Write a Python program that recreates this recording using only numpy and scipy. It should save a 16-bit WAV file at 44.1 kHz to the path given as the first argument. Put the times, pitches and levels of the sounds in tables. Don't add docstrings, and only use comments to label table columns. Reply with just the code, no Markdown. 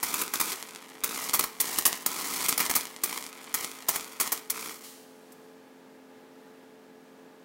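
import sys
import numpy as np
from scipy import signal
from scipy.fft import rfft, irfft
from scipy.io import wavfile
from scipy.ndimage import uniform_filter1d

SR = 44100
rng = np.random.default_rng(int(sys.argv[2]) if len(sys.argv) > 2 else 0)


def to_wav(s):
    ch = np.atleast_2d(s).T
    pcm = np.round(np.clip(ch, -1, 1) * 32767)
    wavfile.write(sys.argv[1], SR, pcm.astype(np.int16))


N = 328104
TIME = np.arange(N) / SR
MAINS_HZ, FAN_HZ = 60, 43.83
TOP_HZ = 15800

# order [multiple of FAN_HZ], level_db [dB rms]
FAN_ORDERS = [(4, -73), (5, -67), (6, -59), (8, -70.5), (10, -58.5), (12, -66), (14, -70.5)]
# harmonic [multiple of MAINS_HZ], level_db [dB rms]
BUZZ_HARMONICS = [(14, -70), (20, -75), (28, -74.5)]
# [dB per Hz, relative]
AIR_SPECTRUM = [(25, -32.5), (60, -30), (110, -15), (190, -5.5), (260, -2), (420, -1.5), (570, -7),
                (880, -6), (1150, -11.5), (1700, -12), (2200, -15.5), (5000, -23), (10000, -28.5),
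                (15500, -29.5)]
# [dB per Hz, relative]
CORONA_SPECTRUM = [(100, -31), (1200, -8), (2000, -5), (4000, -1), (8000, -1.5), (15500, -5.5)]
# [dB per Hz, relative]
SNAP_SPECTRUM = [(25, -13.5), (110, -9.5), (300, 4.5), (1200, -0.5), (4000, 1.5), (8000, 3), (12000, 0.5),
                 (15500, -14)]
# [dB per Hz, relative]
BRUSH_SPECTRUM = [(25, -26.5), (130, -14.5), (210, -0.5), (470, 4.5), (720, -1.5), (1150, 2.5), (1600, 1),
                  (2150, 1.5), (3200, -0.5), (5500, 4.5), (9000, 4), (15500, 1.5)]
# [dB per Hz, relative]
STRIKE_SPECTRUM = [(25, -17), (120, -15.5), (220, -5.5), (450, 0.5), (720, -3), (1150, 0), (2100, -1.5),
                   (3200, -5), (5000, -1), (9000, 2), (15500, 3.5)]
# start_s [s], level_db [dB]
IDLE_FIZZ = [(0, -52.5), (.9, -61.5), (3.2, -59), (4.15, -54), (4.45, -72), (4.85, -54.5), (5.1, -82)]
# [dB, relative]
STRAY_SPARKS = [(.2795, -16), (.627, -14.5), (.6917, -24), (.7092, -23.5), (.7497, -22), (.7604, -20),
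                (1.1466, -15), (1.4103, -9.5), (2.8546, -14.5), (2.8704, -22), (2.9638, -20.5),
                (3.129, -17), (3.2259, -18), (3.2405, -19), (3.2652, -17.5), (3.329, -25), (3.4436, -27),
                (3.716, -20), (3.8241, -26), (3.9975, -19.5), (4.0098, -17), (4.0452, -20)]
# collapse_s [s], final_db [dB], throb [0-1], closing_snap_db [dB, relative], embers_db [dB against the burn]
BRUSH_BURNS = [(.222, -34, .1, -30, -7), (.3581, -34, .1, -14, -11), (.5308, -35, 0, -14, -7.5),
               (1.2962, -36, 0.9, -9, -33), (1.445, -37.5, 0.3, -30, -9.5), (1.781, -35.5, .7, -10, -16.5),
               (1.824, -39, .6, -14.5, -13), (1.9291, -37.5, 0.65, -7.5, -2),
               (2.4632, -32.5, 0.5, -9.5, -23), (2.5269, -35, .05, -4.5, -8), (2.664, -32.5, .05, -9, -20),
               (2.7397, -41, .05, -13, -12), (2.8102, -38, 0.2, -16, -7), (3.1768, -38, 1, -12, -6),
               (3.6463, -37.5, .45, -8, -6), (3.965, -36.5, .35, -30, -5.5), (4.2765, -36.5, 0.4, -11, -13),
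               (4.3774, -43, 0, -18.5, -15), (4.705, -40.5, 1, -35, -6)]
# [dB, leaning to body or treble]
STRIKES_AND_TICK = [(.029, 0.0099, -23, -2), (.1415, 0.0025, -20.5, -2.5), (0.2153, .0076, -23.5, -3.5),
                    (0.337, 0.0068, -23, -1), (0.399, 0.0069, -22, -2), (.412, 0.003, -20, -1.5),
                    (1.037, .0075, -19.5, -7.5), (1.334, .016, -19, -5.5), (1.393, 0.005, -16.5, -4),
                    (1.4398, .0012, -18.5, 0), (1.601, 0.016, -20, -16), (1.786, 0.0042, -17, -7),
                    (1.854, 0.014, -14.5, -10.5), (2.062, 0.0036, -15.5, -8.5), (2.485, 0.01, -18.5, -8.5),
                    (2.578, 0.0034, -18, -7), (2.593, 0.0045, -28.5, 3), (2.603, 0.0062, -19.5, -0.5),
                    (2.697, 0.0053, -22, 2.5), (2.711, .003, -22.5, -1), (2.752, 0.016, -19, -7),
                    (3.036, 0.008, -19.5, -10.5), (3.542, 0.0074, -20, -6.5), (3.885, 0.011, -19, -4.5),
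                    (3.96, 0.0029, -22, 0), (4.2, 0.016, -21, -6.5), (4.32, 0.011, -21.5, -6.5),
                    (4.5, 0.0067, -21, -16.5), (5.32, 0.0081, -50.5, -18)]


def undb(db):
    return 10 ** (np.asarray(db) / 20)


def unit(x):
    return x / np.sqrt(np.mean(x ** 2))


def curve(rows):
    return np.interp(TIME, *np.transpose(rows))


def walk(rate):
    k = int(SR / rate)
    steps = np.repeat(rng.standard_normal(N // k + 1), k)
    return 1.33 * uniform_filter1d(uniform_filter1d(steps, k), k)[:N]


def lowpass(x, hz):
    return signal.sosfilt(signal.butter(2, min(hz, SR / 2 - 1), fs=SR, output="sos"), x)


def highpass(x, hz):
    return signal.sosfilt(signal.butter(2, hz, "highpass", fs=SR, output="sos"), x)


def colour(x, points, size=4096):
    hz, db = np.transpose(points)
    f = np.maximum(np.fft.rfftfreq(size, 1 / SR), 1)
    gain = undb(np.interp(np.log(f), np.log(hz), db))
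    cepstrum = irfft(np.log(gain))
    cepstrum[1:size // 2] *= 2
    cepstrum[size // 2 + 1:] = 0
    response = irfft(np.exp(rfft(cepstrum)))
    return signal.fftconvolve(x, response / np.linalg.norm(response))[:N]


def clicks(rate, spread_db):
    fired = rng.random(N) < rate / SR
    size = undb(spread_db * np.clip(rng.standard_normal(N), -2, 2))
    return unit(fired * size * rng.choice([-1, 1], N))


def hum(air_db=-56.5, waver_db=1.0, wow=0.001984):
    turns = np.cumsum(FAN_HZ * (1 + wow * walk(5))) / SR
    tones = np.zeros(N)
    for order, level_db in FAN_ORDERS:
        phase = 2 * np.pi * (order * turns + rng.random())
        tones += undb(level_db + waver_db * walk(10)) * np.sin(phase)
    for harmonic, level_db in BUZZ_HARMONICS:
        phase = 2 * np.pi * (harmonic * MAINS_HZ * TIME + rng.random())
        tones += undb(level_db + waver_db * walk(4.1)) * np.sin(phase)
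    air = colour(rng.standard_normal(N), AIR_SPECTRUM) * undb(0.36 * walk(8))
    return np.sqrt(2) * tones + undb(air_db) * air


def corona(start_s=4.825, rise_s=.02, peak_db=-43.5, fall_db_per_s=75, faint_db=-66.0,
           off_s=5.45, release_s=0.14):
    age = np.maximum(TIME - start_s, 0)
    level = np.hypot(undb(peak_db - fall_db_per_s * age), undb(faint_db))
    gate = np.minimum(age / rise_s, 1) * np.exp(-np.maximum(TIME - off_s, 0) / release_s)
    return colour(rng.standard_normal(N), CORONA_SPECTRUM) * level * gate


def puffs(strength, swell_s=.012, puff_hz=85, puff_db=-54.0, churn_db=-39.5, churn_hz=100):
    out = undb(churn_db) * strength * unit(lowpass(rng.standard_normal(N), churn_hz))
    age = TIME[:SR // 8] / swell_s
    for start_s, _, level_db, _ in STRIKES_AND_TICK:
        eddies = lowpass(rng.standard_normal(len(age)) * age * np.exp(-age), puff_hz)
        first = max(int((start_s - swell_s) * SR), 0)
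        out[first:first + len(age)] += undb(level_db + puff_db) * unit(eddies)
    return out


def snaps(snap_db=3.0, width_s=.000012, tick_db=-57.0, spit_db=-52.0, spit_hz=2300, stray_db=-62.0):
    shocks, offsets = np.zeros(N), np.arange(-16, 17)
    closing = [(collapse_s, level_db) for collapse_s, _, _, level_db, _ in BRUSH_BURNS]
    sparks = list(STRAY_SPARKS) + closing
    widths = width_s * rng.uniform(.6, 1.6, len(sparks))
    for (start_s, level_db), width in zip(sparks, widths):
        shock = np.exp(-.5 * (offsets / (SR * width)) ** 2)
        shocks[int(start_s * SR) + offsets] += undb(level_db + snap_db) * shock / np.linalg.norm(shock)
    probe_near = curve([(4.3, 0.92), (4.6, 0.0049)])
    ticks = undb(tick_db) * clicks(rate=220, spread_db=7.0)
    strays = undb(stray_db) * clicks(rate=13.5, spread_db=1.5)
    spits = undb(spit_db) * unit(lowpass(clicks(rate=180, spread_db=2.0), spit_hz))
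    sputter = highpass((ticks + strays + spits) * probe_near, 700)
    return colour(shocks + sputter, SNAP_SPECTRUM)


def burning(attack_s=0.021, swell_db_per_s=14, throb_fade_s=0.42, collapse_fall_s=0.018, ember_s=0.1):
    power = undb(curve(IDLE_FIZZ)) ** 2
    throb, last_s = np.zeros(N), 0
    for collapse_s, final_db, depth, _, embers_db in BRUSH_BURNS:
        lit_s = min([row[0] for row in STRIKES_AND_TICK if row[0] > last_s], default=last_s)
        age, after = np.maximum(TIME - lit_s, 0), np.maximum(TIME - collapse_s, 0)
        still_to_swell = swell_db_per_s * np.maximum(collapse_s - TIME, 0)
        swell = np.minimum(age / attack_s, 1) * undb(final_db - still_to_swell)
        embers = undb(embers_db)
        release = (1 - embers) * np.exp(-after / collapse_fall_s) + embers * np.exp(-after / ember_s)
        burn = (swell * release) ** 2
        power = power + burn
        throb = throb + burn * depth * np.exp(-(age / throb_fade_s) ** 2)
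        last_s = collapse_s
    return np.sqrt(power), np.clip(throb / power, 0, 1)


def brush(strength, depth, crest=.64, streamer_db=-5.5, crackle_db=-7.0, streamer_hz=2700, tear_db=3.5):
    ripple = np.cos(2 * np.pi * (MAINS_HZ * TIME - crest))
    tearing = tear_db * np.clip(walk(320), -2, 1)
    hiss = clicks(rate=7000, spread_db=4.5) * undb(tearing + 2 * depth * ripple)
    bunch = undb(13.5 * depth * ripple - 4.2 * depth)
    streamers = unit(lowpass(clicks(rate=1500, spread_db=4.0), streamer_hz)) * bunch
    crackle = clicks(rate=220, spread_db=5.0)
    sizzle = colour(strength * (hiss + undb(streamer_db) * streamers), BRUSH_SPECTRUM)
    return sizzle + undb(crackle_db) * colour(strength * crackle, SNAP_SPECTRUM)


def zip_train(age, length, first_hz=3200, last_hz=14500, jitter=0.18):
    hz = last_hz - (last_hz - first_hz) * np.exp(-np.maximum(age, 0) / (.002 + .3 * length))
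    uneven = np.repeat(rng.standard_normal(len(age)), 8)[:len(age)]
    return np.sqrt(2) * np.sin(2 * np.pi * np.cumsum(hz * (1 + jitter * uneven)) / SR)


def strikes(fall_s=0.0028, linger=0.62, rise_s=0.000982, afterglow=0.59, ragged_db=3.5,
            body_hz=2600, zip_share=0.27):
    steps = clicks(rate=20000, spread_db=4.0) * undb(ragged_db * walk(1500))
    low = lowpass(lowpass(steps, body_hz)[::-1], body_hz)[::-1]
    out = np.zeros(N)
    for start_s, length_s, level_db, body_db in STRIKES_AND_TICK:
        near = slice(int((start_s - rise_s) * SR), int((start_s + length_s + .06) * SR))
        age = TIME[near] - start_s
        dying = afterglow * np.exp(-np.maximum(age - length_s, 0) / (fall_s + linger * length_s))
        shape = np.clip(1 + age / rise_s, 0, 1) * np.where(age < length_s, 1, dying)
        share = np.clip(-zip_share * body_db / 12, 0, .75) * (age < length_s)
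        rush = np.sqrt(1 - share) * unit(steps[near] - low[near])
        treble = rush + np.sqrt(share) * zip_train(age, length_s)
        body = undb(0.69 * body_db - 3.5) * unit(shape * low[near])
        rip = unit(shape * treble) + body
        out[near] += undb(level_db) * np.sqrt(np.mean(shape ** 2)) * rip
    return colour(out, STRIKE_SPECTRUM)


def bounce(x, lag_s=0.000898, sway=0.071, gain=0.49, dull_hz=3600):
    lag = lag_s * (1 + sway * walk(11.0))
    dull = lowpass(lowpass(x, dull_hz), dull_hz)
    return x + gain * np.interp(TIME - lag + 5 / SR, TIME, dull)


def basement(x, t60_low=0.52, t60_high=0.34, early_s=0.012, early_db=-11.5, tail_db=-15.5, bass_cut_hz=240):
    t = TIME[:SR // 2]
    early, late = rng.standard_normal((2, len(t)))
    early = early * (t > .003) * np.exp(-t / early_s)
    low = lowpass(late, 4400)
    tail = (low * undb(-60 * t / t60_low) + late * undb(-60 * t / t60_high)) * (t > .008)
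    early = undb(early_db) * early / np.linalg.norm(early)
    tail = undb(tail_db) * tail / np.linalg.norm(tail)
    echoes = highpass(early + tail, bass_cut_hz)
    return x + signal.fftconvolve(x, echoes)[:N]


def scene():
    strength, depth = burning()
    arc = corona() + puffs(strength) + snaps() + brush(strength, depth) + strikes()
    return (hum() + basement(bounce(arc)))[None]


def record(dry, ceiling=0.71):
    rounded = ceiling * np.tanh(dry / ceiling)
    return signal.sosfilt(signal.ellip(10, .2, 70, TOP_HZ, fs=SR, output="sos"), rounded)


dry = scene()
out = record(dry)
to_wav(out)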